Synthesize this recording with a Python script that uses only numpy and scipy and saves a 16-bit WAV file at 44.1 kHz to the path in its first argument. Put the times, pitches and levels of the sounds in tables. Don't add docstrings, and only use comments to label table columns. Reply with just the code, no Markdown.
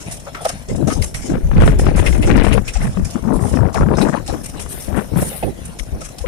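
import sys
import numpy as np
from scipy import signal
from scipy.fft import rfft, irfft
from scipy.io import wavfile
from scipy.ndimage import uniform_filter1d, map_coordinates

SR = 44100
rng = np.random.default_rng(int(sys.argv[2]) if len(sys.argv) > 2 else 0)


def transcribe(signal):
    frames = np.atleast_2d(signal).T
    limited = np.clip(frames, -1, 1)
    pcm = np.round(limited * 32767).astype(np.int16)
    wavfile.write(sys.argv[1], SR, pcm)


N = 276507

# (time [s], level before a 1.5 dB cut [dB])
SLAP_EVENTS = [(0.749, -17.5), (1.301, -17), (1.353, -11), (1.513, -10), (1.531, -16), (1.572, -17),
               (1.608, -8), (1.62, -1.5), (1.636, -2), (1.656, -10), (1.664, -12), (1.677, 3),
               (1.795, -4.5), (1.866, -0.5), (1.885, -9), (1.98, -7), (1.992, -9), (2.275, -12),
               (2.361, -7), (2.39, -9), (2.397, -3.5), (2.409, -11), (2.419, -8), (2.444, -4.5),
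               (2.466, -3.5), (2.484, -7), (2.514, -9), (2.578, 0), (2.971, -10), (2.994, -14),
               (3.157, -13.5), (3.239, -17), (3.392, -11.5), (3.539, -7), (3.571, -1), (3.586, -9),
               (3.664, -12), (3.686, -11), (3.809, -0.5), (3.821, -5), (3.831, -6), (3.886, -7.5),
               (3.938, -8), (3.985, -1.5), (4.028, -7), (4.068, -6.5), (4.142, -15), (4.298, -11),
               (4.34, -11), (4.538, -25), (4.662, -16), (4.777, -17), (4.928, -16.5), (4.977, -7.5),
               (5.137, -15.5), (5.157, -10), (5.168, -12), (5.185, -13), (5.227, -10.5)]
# (time [s], factor [ratio])
EDDY_PITCH_COURSE = [(0, 1), (.8, 0.65), (1.05, 0.86), (1.62, 1.067), (2.3, 1.14), (2.55, 1.146),
                     (2.85, 0.85), (3.2, 0.58), (3.6, .54), (3.9, 0.62), (4.5, .72), (4.97, 0.78),
                     (5.18, 0.65), (5.5, 0.62), (6.27, 1.26)]


def undb(db):
    return 10 ** (np.asarray(db) / 20)


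def unit(x):
    return x / np.sqrt(np.mean(x ** 2) + 1e-18)


def curves(table):
    s, *columns = np.transpose(table)
    t = np.arange(N) / SR
    return [np.interp(t, s, column) for column in columns]


def pan(db):
    gains = np.array([undb(db / 2), undb(-db / 2)]).reshape(2, -1)
    return gains / np.sqrt(np.mean(gains ** 2, axis=0))


def walk(rate):
    places = np.arange(N) / SR * rate
    steps = rng.standard_normal(size=8192)
    return unit(map_coordinates(steps, [places], order=1, mode="wrap"))


def colour(x, spectrum, size=4096):
    hz, db = np.transpose(spectrum)
    bins = np.maximum(np.fft.rfftfreq(size, 1 / SR), 1)
    gains = undb(np.interp(np.log(bins), np.log(hz), db))
    cepstrum = irfft(np.log(gains))
    cepstrum[1:size // 2] *= 2
    cepstrum[size // 2 + 1:] = 0
    response = irfft(np.exp(rfft(cepstrum)))
    return unit(signal.oaconvolve(x, response, mode="full")[:N])


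def ring(x, modes):
    total = 0
    for k, (hz, width, db) in enumerate(modes):
        resonance = signal.lfilter(*signal.iirpeak(hz, hz / width, SR), x)
        total = total + (-1) ** k * undb(db) * resonance
    return unit(total)


def steady(x, seconds):
    size = int(seconds * SR) + 1
    power = uniform_filter1d(uniform_filter1d(x ** 2, size), size)
    return x / np.sqrt(power + 1e-6)


def patchy(x, depth_db, width_hz, seconds, size=1024):
    hz, t, z = signal.stft(x, SR, nperseg=size)
    places = np.meshgrid(hz / width_hz, t / seconds, indexing="ij")
    steps = rng.standard_normal(size=(128, 256))
    chance = unit(map_coordinates(steps, places, order=1, mode="wrap"))
    return signal.istft(z * unit(undb(depth_db * chance)), SR, nperseg=size)[1][..., :N]


def faster(x, factor):
    places = np.cumsum(np.clip(factor, .2, 2))
    return map_coordinates(x, [places], order=3, mode="wrap")


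def flatten(x, limit, order=4):
    return x / (1 + (x / limit) ** order) ** (1 / order)


def burst(start, length, fall, rise):
    t = np.arange(SR * .6) / SR
    shape = (1 - np.exp(-t / rise)) * np.exp(-np.maximum(t - length, 0) / fall)
    first = int(np.clip(start * SR, 0, N - 1))
    return slice(first, first + len(t)), shape[:N - first]


def grains(rate, spread_db):
    present = rng.random(N) < rate / SR
    size_db = spread_db * np.minimum(rng.exponential(size=N), 4)
    return present * rng.choice([-1, 1], N) * undb(size_db)


def soil(spectrum, rate, spread_db, shared):
    common, left, right = (colour(grains(rate, spread_db), spectrum) for _ in range(3))
    shared = np.clip(shared, 0, 1)
    return np.sqrt(shared) * common + np.sqrt(1 - shared) * np.array([left, right])


def blips(rate, sharpness, count=14):
    total = 0
    for hz in np.geomspace(400, 4400, count):
        ringing = signal.lfilter(*signal.iirpeak(hz, sharpness, SR), grains(rate, spread_db=2.0))
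        total = total + np.sqrt(hz) * unit(ringing)
    return total


def tractor():
    # (frequency [Hz], relative density [dB])
    exhaust = [(20, -20), (50, 23.5), (75, -41), (150, 12.5), (300, -8.5), (650, 6.5), (1200, -15),
               (4000, -60)]
    churn_spectrum = [(20, -11), (60, 12.5), (160, 8.5), (350, -11.5), (650, -2), (1000, -13), (2000, -13),
                      (4000, -17), (7500, -36), (9800, -10.5), (12000, -81), (16000, -78)]
    firing_hz = 50 * (1 + 0.023 * walk(rate=5.5))
    turns = np.cumsum(firing_hz) / SR
    firings = np.diff(np.floor(turns), prepend=0) * undb(1 * walk(rate=24))
    engine = colour(firings, exhaust) * undb(-43.5)
    ground = soil(churn_spectrum, rate=7200, spread_db=5.0, shared=0.48)
    churn = patchy(ground, depth_db=4, width_hz=247, seconds=0.037)
    return (engine + churn * undb(-38.5 + 4.0 * walk(rate=24))) * pan(4.2)


def sprays():
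    # (time [s], hold [s], coarse grit level [dB], fine dust level [dB])
    showers = [(.003, 0.0045, -31, -41), (0.111, 0.025, -35, -31), (0.41, 0.023, -42, -37.5),
               (0.443, 0.014, -33, -30.5), (0.48, 0.011, -30.5, -37), (0.684, 0.015, -35.5, -61),
               (0.753, 0.008, -39, -41), (0.871, 0.068, -32, -36), (1.016, 0.032, -35, -31.5),
               (1.141, 0.026, -31.5, -32.5), (1.215, 0.073, -35.5, -44.5), (1.599, 0.089, -40.5, -38),
               (1.654, 0.0081, -36, -37), (1.786, 0.014, -32, -32), (1.852, 0.0056, -37.5, -58),
               (1.959, 0.036, -35, -32.5), (2.039, 0.11, -35.5, -35), (2.213, 0.018, -41, -33),
               (2.257, 0.033, -34, -44), (2.362, 0.005, -39, -40), (2.432, 0.032, -37.5, -36.5),
               (2.527, 0.0079, -38, -32), (2.65, 0.028, -36.5, -57), (2.674, 0.0076, -32.5, -34),
               (2.734, 0.031, -33, -52), (2.806, 0.053, -42, -37), (3.045, 0.013, -30.5, -36.5),
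               (3.106, 0.011, -36, -40), (3.331, 0.039, -63, -39.5), (3.403, 0.055, -45, -37.5),
               (3.468, 0.036, -43, -36.5), (3.521, 0.046, -37.5, -47), (3.727, 0.058, -35.5, -43.5),
               (3.968, 0.018, -29.5, -43), (4.003, 0.014, -35, -33.5), (4.081, 0.0069, -35, -46),
               (4.261, 0.029, -36.5, -43), (4.432, 0.026, -38, -33.5), (4.593, 0.017, -34, -30),
               (4.687, 0.034, -62, -34), (4.798, 0.027, -38, -34.5), (4.957, 0.033, -62, -40.5),
               (5.17, 0.11, -46, -32), (5.651, 0.0057, -55, -35), (5.787, 0.0038, -35, -37),
               (6.005, 0.065, -37, -40), (6.183, 0.0077, -37, -40)]
    # (time [s], coarse grit level before a 10.5 dB cut [dB])
    trickle = [(0, -35), (1.2, -42.5), (1.5, -39.5), (2.2, -47), (2.9, -35), (3.8, -44.5), (4.3, -35),
               (6.27, -41.5)]
    # (time [s], left minus right [dB])
    soil_side = [(0, 3.5), (.45, 3.5), (1.1, 6.5), (1.7, 1.5), (2.3, -1), (2.9, -1), (3.5, 0), (4.2, 3.5),
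                 (4.6, 12), (5.2, 3), (5.65, 4), (6.05, 9), (6.27, -6)]
    # (frequency [Hz], relative density [dB])
    grit_spectrum = [(1000, -2.5), (2500, -2), (3800, -6), (4800, -6.5), (5200, 6), (6200, 3), (7600, 1.5),
                     (9000, -2), (12000, -69), (16000, -57)]
    dust_spectrum = [(5000, -10), (7500, -1.5), (8800, 7), (9900, 6.5), (11300, -0.5), (12500, -9),
                     (14000, -55), (16000, -86)]
    coarse_power, fine_power = np.zeros((2, 2, N))
    for s, length, grit_db, dust_db in showers:
        pan_db = np.interp(s, *np.transpose(soil_side))
        span, shape = burst(s, length, fall=0.035, rise=0.0014)
        coarse_power[:, span] += (undb(grit_db) * pan(pan_db) * shape) ** 2
        fine_power[:, span] += (undb(dust_db) * pan(pan_db - 6.0) * shape) ** 2
    coarse_power += undb(curves(trickle)[0] - 10.5) ** 2
    clumps = undb(2.43 * walk(rate=110))
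    grit = soil(grit_spectrum, rate=9000, spread_db=2.5, shared=0.047)
    dust = soil(dust_spectrum, rate=14000, spread_db=1.0, shared=0.14)
    grit, dust = (patchy(x, depth_db=3, width_hz=300, seconds=.035) for x in (grit, dust))
    coarse = np.sqrt(coarse_power) * steady(grit, seconds=0.028)
    fine = np.sqrt(fine_power) * steady(dust, seconds=0.13)
    return clumps * (coarse + fine)


def straw():
    # (time [s], hold [s], level [dB])
    rustles = [(4.306, 0.051, -42.5), (4.431, 0.036, -45), (4.691, 0.1, -34.5), (4.796, 0.051, -38),
               (4.952, 0.077, -42.5), (5.158, 0.21, -31)]
    # (frequency [Hz], relative density [dB])
    straw_spectrum = [(3000, -9), (7000, -24.5), (9000, -3.5), (10500, -1), (12500, -6), (14000, -12),
                      (16000, -15)]
    stubble_db, stubble_pan_db, rustle_pan_db = -51.5, 0.5, 9
    force = np.zeros((2, N)) + undb(stubble_db) * pan(stubble_pan_db)
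    for s, length, db in rustles:
        span, shape = burst(s, length, fall=0.081, rise=0.0073)
        force[:, span] = np.hypot(force[:, span], undb(db) * pan(rustle_pan_db) * shape)
    rustle = soil(straw_spectrum, rate=7300, spread_db=5.0, shared=0.043)
    rustle = patchy(rustle, depth_db=3, width_hz=300, seconds=.025)
    return steady(rustle, seconds=0.19) * undb(walk(rate=24)) * force


def airflow():
    # (time [s], hold [s], left rumble [dB],
    # left flutter [dB], left crackle [dB], right rumble [dB], right flutter [dB])
    gusts = [(0.682, 0.038, -40, -16.5, -38, -15, -31), (0.729, 0.19, -18, -16.5, -37.5, -29, -50),
             (0.795, 0.045, -32, -14.5, -54, -33, -48), (0.952, 0.06, -9.5, -21, -47, -29, -47),
             (1.135, 0.068, -45, -55, -33, -24.5, -55), (1.236, 0.12, -36, -19, -40, -44, -52),
             (1.282, 0.09, -27, -12, -25.5, -18, -38), (1.429, 0.31, -10.5, -22.5, -37, -16.5, -50),
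             (1.546, 0.046, 3, -19, -23, -1, -25), (1.598, 0.079, -5.5, -10.5, -14.5, -1, -17),
             (1.677, 0.24, -8.5, -18, -31, -13.5, -41), (1.937, 0.062, -1.5, -10, -18.5, -11, -21.5),
             (2.037, 0.21, -10, -20, -28.5, -19, -43), (2.177, 0.069, -28, -14.5, -32, -30, -38),
             (2.241, 0.11, -7.5, -10.5, -19.5, -10.5, -17.5), (2.345, 0.063, -3.5, -1.5, -13, -14, -40),
             (2.416, 0.16, -4.5, -13, -21.5, -27, -34), (2.622, 0.1, -27, -38, -39, -43, -48),
             (2.75, 0.011, -28, -50, -21.5, -26, -39), (2.776, 0.11, -17, -29, -26, -18.5, -51),
             (2.935, 0.13, -20, -32, -32, -28, -42), (3.143, 0.014, -22, -18, -20, -34, -39),
             (3.223, 0.15, -22, -12.5, -20, -31, -33), (3.34, 0.12, -23, -17, -22, -42, -38),
             (3.475, 0.049, -18, -24, -22.5, -29, -48), (3.513, 0.11, -9.5, -13, -16, -38, -45),
             (3.643, 0.028, -10, -10, -19, -44, -50), (3.68, 0.024, -32, -31, -21, -44, -50),
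             (3.74, 0.04, -18, -24, -12.5, -27, -42), (3.796, 0.031, -10, -10.5, -14.5, -12, -32),
             (3.851, 0.022, -20, -8, -16, -22, -38), (3.875, 0.063, -22, -10, -18, -21, -34),
             (3.966, 0.12, -35, -10.5, -16, -25, -29), (4.124, 0.035, -37, -14, -12, -47, -52),
             (4.179, 0.014, -15.5, -18, -44, -47, -50), (4.282, 0.086, -25, -20.5, -26.5, -40, -30.5),
             (4.527, 0.02, -21, -26.5, -30, -47, -48), (4.572, 0.16, -31, -33, -34.5, -47, -42),
             (4.879, 0.0083, -14, -15.5, -32, -46, -44), (4.908, 0.029, -17.5, -25, -33, -44, -44),
             (4.937, 0.058, -26, -16, -18.5, -46, -38), (4.953, 0.026, -20, -13.5, -22.5, -46, -40),
             (5.116, 0.061, -16, -20, -29, -36, -27.5), (5.155, 0.019, -9, -12, -15, -28, -16.5),
             (5.197, 0.025, -28, -15, -17.5, -22, -23), (5.259, 0.011, -44, -36, -43, -38, -21),
             (5.428, 0.057, -42, -31, -46, -19.5, -17), (5.566, 0.026, -50, -25, -37, -48, -47),
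             (5.915, 0.047, -23.5, -38, -60, -22.5, -31.5), (6.252, 0.12, -10.5, -20, -20, -25, -53)]
    # (time [s], level before its make-up [dB])
    breeze = [(0, -35.5), (0.6, -38.5), (1.1, -32), (2.2, -36), (3.2, -30.5), (4.4, -32.5), (5.4, -31.5),
              (6.27, -37)]
    # (left rumble [dB], left flutter [dB],
    # left crackle [dB], right rumble [dB], right flutter [dB])
    breeze_mix_db = [-2.5, -2.5, -15, -7, -11.5]
    waver_db, wavers_per_s = 3, 26
    power = undb(curves(breeze)[0] + np.array(breeze_mix_db)[:, None]) ** 2
    for s, length, *levels_db in gusts:
        span, shape = burst(s, length, fall=0.026, rise=0.0092)
        power[:, span] += np.outer(undb(levels_db), shape) ** 2
    large, small, right = (walk(wavers_per_s) for _ in range(3))
    return 10 * np.log10(power) + waver_db * np.array([large, small, small, right, right])


def port_wind(rumble_db, flutter_db, crackle_db, eddies):
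    # (frequency [Hz], relative density [dB])
    rumble_spectrum = [(20, -28), (45, -1), (72, -1), (130, -3.5), (200, -7.5), (300, -25), (600, -30.5),
                       (1500, -96.5)]
    heave_spectrum = [(8, -12), (22, -6.5), (40, 0), (60, -5), (110, -17), (400, -101)]
    flutter_spectrum = [(70, -51), (160, -4), (270, 0), (460, -7), (600, -9.5), (800, -17), (1300, -37.5),
                        (3000, -95.5)]
    crackle_spectrum = [(400, -32), (750, 4.5), (1100, 3), (1650, 4), (2400, -0.5), (3200, -10.5),
                        (4400, -17), (9000, -17)]
    port_limit = 0.71
    pitch = np.abs(curves(EDDY_PITCH_COURSE)[0])
    heave_db = -4.5 + 19 * np.log2(pitch) - 0.32 * rumble_db
    packets = walk(rate=110)
    rumble = colour(rng.standard_normal(N) * undb(3.36 * packets), rumble_spectrum)
    rumble = steady(rumble, seconds=0.047)
    heave = steady(colour(rng.standard_normal(N), heave_spectrum), seconds=0.15)
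    large = (rumble + undb(heave_db) * heave) / np.hypot(1, undb(heave_db))

    wander = 2 ** (.16 * walk(rate=26))
    flutter = colour(grains(rate=1500, spread_db=3.0), flutter_spectrum)
    flutter = faster(flutter, .93 * wander * pitch ** .3) * undb(5.4 * packets)
    flutter = patchy(flutter, depth_db=3.5, width_hz=103.3, seconds=.025)
    flutter = steady(flutter, seconds=0.024)
    swing = large * undb(rumble_db + 0.5) + flutter * undb(flutter_db - 1.0) + eddies

    crackle = colour(blips(rate=110, sharpness=8.3), crackle_spectrum)
    crackle = faster(crackle, pitch ** 1.2 * wander ** .5)
    free = 1 / (1 + (swing / port_limit) ** 2) ** 0.76
    crackle = steady(crackle * free * undb(2.5 * packets), seconds=0.026)
    return flatten(swing, port_limit) + crackle * undb(crackle_db - 5.0)


def wind():
    rumble_db, flutter_db, crackle_db, right_rumble_db, right_flutter_db = airflow()
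    lull_db = lulls()
    purr, purring = whirls()
    thump, thumping = thumps()
    order_db = -5
    rumble_db = rumble_db + order_db * np.maximum(purring, thumping)
    flutter_db = flutter_db + order_db * purring + 1.2 * lull_db
    left = port_wind(rumble_db, flutter_db, crackle_db + lull_db, purr + thump) + slaps()
    right_crackle_db = 0.55 * right_flutter_db - 31.0
    right = port_wind(right_rumble_db, right_flutter_db, right_crackle_db, 0)
    return np.array([left, right])


def knocks():
    # (time [s], clank level [dB], panel boom relative to it [dB], left minus right [dB],
    # scatter time [s], most favoured clank pitch [Hz])
    blows = [(0.266, -35.5, 3, 6, 0.022, 1100), (0.346, -27.5, -14, 5, 0.0061, 1440),
             (0.365, -37.5, -3, 3, 0.034, 1270), (0.405, -45, 13.5, 5, 0.031, 1300),
             (0.45, -26.5, 11, 1, 0.015, 1360), (.49, -32.5, 4.5, 5, 0.014, 1470),
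             (0.693, -40, -15, 20, 0.018, 2070), (.874, -32, 8, 9, 0.012, 1360),
             (0.902, -26.5, -17, 4, 0.022, 1330), (1.021, -28.5, -28, 6, 0.0037, 2210),
             (1.146, -26, -4, -1, 0.0026, 2090), (1.966, -28.5, -4, -21, 0.0079, 1350),
             (2.061, -19, -20, 8, 0.015, 2370), (2.225, -28, -4, 8, 0.023, 2450),
             (2.522, -21.5, -8, 9, 0.012, 2460), (2.678, -26, -15, 7, 0.013, 2550),
             (2.754, -35.5, 9, 33, 0.016, 2400), (2.814, -32, 6.5, 6, 0.0082, 2040),
             (4.014, -26, 2, 3, 0.0098, 3500), (4.281, -39, 9.5, 10, 0.021, 3770),
             (4.593, -36.5, -15, -1, 0.0067, 2800), (5.309, -43.5, 10.5, -7, 0.048, 1896),
             (5.426, -31, 13.5, 0, 0.0096, 2477), (6.013, -36, 5, -3, 0.0091, 1290),
             (6.184, -45, -24, 12, 0.003, 3006)]
    # (frequency [Hz], width [Hz], relative level [dB])
    panel_modes = [(537, 78, 0), (623, 120, 0.5), (699, 68, 4.5), (810, 80, -1.5)]
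    edge_modes = [(970, 110, 2), (1280, 93, 5), (1560, 600, 4), (2104, 77, 17), (2540, 220, 13.5),
                  (3020, 260, -5), (3920, 340, 5)]
    edge, panel, tick = np.zeros((len(edge_modes), 2, N)), np.zeros((2, N)), np.zeros((2, N))
    mode_hz, _, mode_db = np.transpose(edge_modes)
    for s, db, boom_db, pan_db, scatter, clank_hz in blows:
        shares = undb(mode_db - 44 * np.abs(np.log2(mode_hz / clank_hz)))
        shares = shares / np.linalg.norm(shares)
        span, shape = burst(s, scatter, fall=0.01, rise=0.00024)
        edge[:, :, span] += shares[:, None, None] * (undb(db) * pan(pan_db) * shape)
        span, shape = burst(s, scatter, fall=0.0069, rise=0.0022)
        panel[:, span] += undb(db + boom_db) * pan(pan_db) * shape
        span, shape = burst(s, length=0.015, fall=0.0015, rise=0.00036)
        tick[:, span] += undb(db - 14.0) * pan(pan_db / 2) * shape
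    # (frequency [Hz], relative density [dB])
    piece_spectrum = [(400, -11), (1000, 12.0), (7000, 5.0), (11000, 1.0), (16000, -27)]
    lump_spectrum = [(150, -21), (450, 6.5), (850, 0.5), (1600, -16.0)]
    pieces = soil(piece_spectrum, rate=2300, spread_db=1.0, shared=0.22)
    lumps = soil(lump_spectrum, rate=1800, spread_db=5.0, shared=0.96)
    clank = 0
    for force, mode in zip(edge, edge_modes):
        clank = clank + force * steady(ring(pieces, [mode]), seconds=0.012)
    boom = steady(ring(lumps, panel_modes), seconds=0.032)
    return clank + panel * boom + tick * pieces


def pebbles():
    # (time [s], level [dB], left minus right [dB])
    clicks = [(0.453, -22.5, -3), (0.491, -25, 7), (.702, -45, 9), (.9, -34, 7), (1.023, -22, 5),
              (1.143, -28, -1), (1.221, -42, 6), (1.24, -47, -2), (1.679, -39, 7), (1.975, -43, -4),
              (2.064, -39, 2), (2.368, -29.5, 2), (2.447, -33, -2), (2.681, -27, -8), (2.815, -54, 0),
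              (3.102, -38, -2), (3.743, -26.5, 1), (4.018, -31, 6), (4.277, -26.5, 4), (4.6, -33, 1),
              (4.845, -35.5, 9), (6.184, -27.5, 4)]
    # (frequency [Hz], relative density [dB])
    click_spectrum = [(1500, -23), (3000, 2), (5300, 5), (7500, -4), (9500, 3), (11500, -4), (16000, -17)]
    force = np.zeros((2, N))
    for s, db, pan_db in clicks:
        span, shape = burst(s, length=0.0019, fall=0.0045, rise=0.00014)
        force[:, span] += undb(db) * pan(pan_db) * shape
    texture = soil(click_spectrum, rate=1700, spread_db=2.0, shared=0.093)
    return force * steady(texture, seconds=0.011)


def whirls():
    # (time [s], length [s], start [Hz], end [Hz], level [dB])
    purrs = [(0.69, 0.026, 416, 450, -22.5), (0.767, 0.022, 169, 200, -16), (0.807, .02, 330, 260, -15.5),
             (.826, 0.039, 132, 151, -11.5), (.913, 0.021, 253, 272, -19.5), (1.295, 0.02, 260, 360, -13.5),
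             (1.553, 0.04, 193, 140, -5.5), (1.954, .075, 44.7, 105, -2), (2.187, 0.03, 194, 324, -10.5),
             (2.271, .028, 271, 380, -12.5), (2.545, 0.023, 490, 550, -11.5),
             (2.967, 0.029, 188, 184, -10.5), (2.998, 0.021, 200, 160, -12.5),
             (3.152, 0.019, 203, 257, -10.5), (3.24, 0.058, 188.7, 263, -11.5),
             (3.55, 0.035, 280.3, 165, -10), (3.59, 0.044, 100.3, 116, -3.5), (3.64, 0.026, 202, 332, -17),
             (3.677, .032, 488, 885.6, -25.5), (3.746, 0.024, 988, 590, -20),
             (3.799, 0.015, 216, 224, -7.5), (3.84, 0.052, 55.5, 417.3, -9.5),
             (3.994, .052, 159.6, 368, -6.5), (4.334, 0.027, 334, 282, -19),
             (4.974, 0.037, 167, 214, -12.5), (5.159, 0.031, 147, 189, -6.5), (5.218, 0.017, 180, 188, -11),
             (6.239, 0.018, 422, 523, -17)]
    out, hold = np.zeros((2, N))
    wander = 2 ** (0.15 * walk(rate=180))
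    waver = undb(2.5 * walk(rate=160))
    for (s, length, start_hz, end_hz, db), turn in zip(purrs, rng.random(len(purrs))):
        span = np.arange(int(s * SR), min(int((s + length) * SR), N))
        hz = np.geomspace(start_hz, end_hz, len(span)) * wander[span]
        phase = 2 * np.pi * (turn + np.cumsum(hz) / SR)
        shape = signal.windows.tukey(len(span), .5)
        wave = np.sin(phase) + 0.14 * np.sin(2 * phase)
        out[span] += np.sqrt(2) * undb(db) * shape * unit(waver[span]) * wave
        hold[span] += shape
    return out, np.minimum(hold, 1)


def lulls():
    t = np.arange(N) / SR
    dips = 0
    for s, db in SLAP_EVENTS:
        dips = dips + np.interp(t, s + np.array([-.035, -.018, -.002, .002]), [0, 1, 1, 0])
    return -1.5 * np.minimum(dips, 1)


def slaps():
    # (frequency [Hz], relative density [dB])
    slap_spectrum = [(50, -17), (130, 2), (280, 4), (550, 4), (1100, -5.5), (2000, -10), (3000, -20),
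                     (4000, -29.5), (7000, -61.5)]
    force = np.zeros(N)
    for s, db in SLAP_EVENTS:
        span, shape = burst(s, length=0.0005, fall=0.0037, rise=0.00053)
        force[span] += undb(db) * shape
    pitch = np.abs(curves(EDDY_PITCH_COURSE)[0])
    texture = faster(colour(rng.standard_normal(N), slap_spectrum), pitch ** .55)
    return undb(-1.5) * force * steady(texture, seconds=0.01)


def thumps():
    # (centre time [s], pitch [Hz], envelope peak [dB])
    swings = [(0.968, 50, -7.5), (1.015, 74.6, -2), (1.45, 36, -7), (1.597, 49.3, 0.5), (1.72, 47.78, -1),
              (1.835, 63.6, 1), (1.884, 77, 2), (2.141, 63.5, -4), (2.21, 86, -4), (2.33, 70, -1),
              (2.454, 33, -8), (2.769, 51.4, -2.5), (2.885, 80, -16), (3.053, 89.18, -9.5),
              (3.359, 34.8, -7), (3.431, 101, -0.5), (3.462, 101, -7.5), (3.82, 40, -5),
              (3.962, 74.6, -7.5), (4.045, 32, -12.5), (4.309, 59.3, -11), (4.935, 75, -9),
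              (5.13, 71.03, -12), (5.184, 100.2, -5), (5.819, 41.5, -13), (6.22, 60, -13)]
    out, hold = np.zeros((2, N))
    for (s, hz, db), turn in zip(swings, rng.random(len(swings))):
        span = np.arange(int((s - 2 / hz) * SR), min(int((s + 2 / hz) * SR), N))
        cycles = (span / SR - s) * hz
        shape = np.exp(-.5 * (cycles / 0.5) ** 2)
        out[span] += undb(db) * shape * np.sin(2 * np.pi * (cycles + turn))
        hold[span] += shape
    return out, np.minimum(hold, 1)


def snaps():
    # (time [s], level [dB], left minus right [dB])
    hits = [(2.126, -24.5, 22), (2.229, -22.5, 17), (5.794, -24.5, 15)]
    # (frequency [Hz], width [Hz], relative level [dB])
    rim_modes = [(1140, 38, -5), (2110, 240, 2), (2280, 125, -4.5), (3000, 450, -9)]
    force = np.zeros((2, N))
    for s, db, pan_db in hits:
        span, shape = burst(s, length=0.0031, fall=0.0032, rise=0.00032)
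        force[:, span] += undb(db) * pan(pan_db) * shape
    return force * steady(ring(rng.standard_normal(N), rim_modes), seconds=.005)


def scene():
    left, right = tractor() + sprays() + straw() + knocks() + pebbles() + snaps()
    port_lag_s = 0.000226
    t = np.arange(N) / SR
    return np.array([np.interp(t - port_lag_s, t, left), right]) + wind()


def record(dry):
    rounded = flatten(dry, .9, order=8)
    top_cut = signal.ellip(10, .2, 80, 15500, fs=SR, output="sos")
    return signal.sosfilt(top_cut, rounded)


dry = scene()
out = record(dry)
transcribe(out)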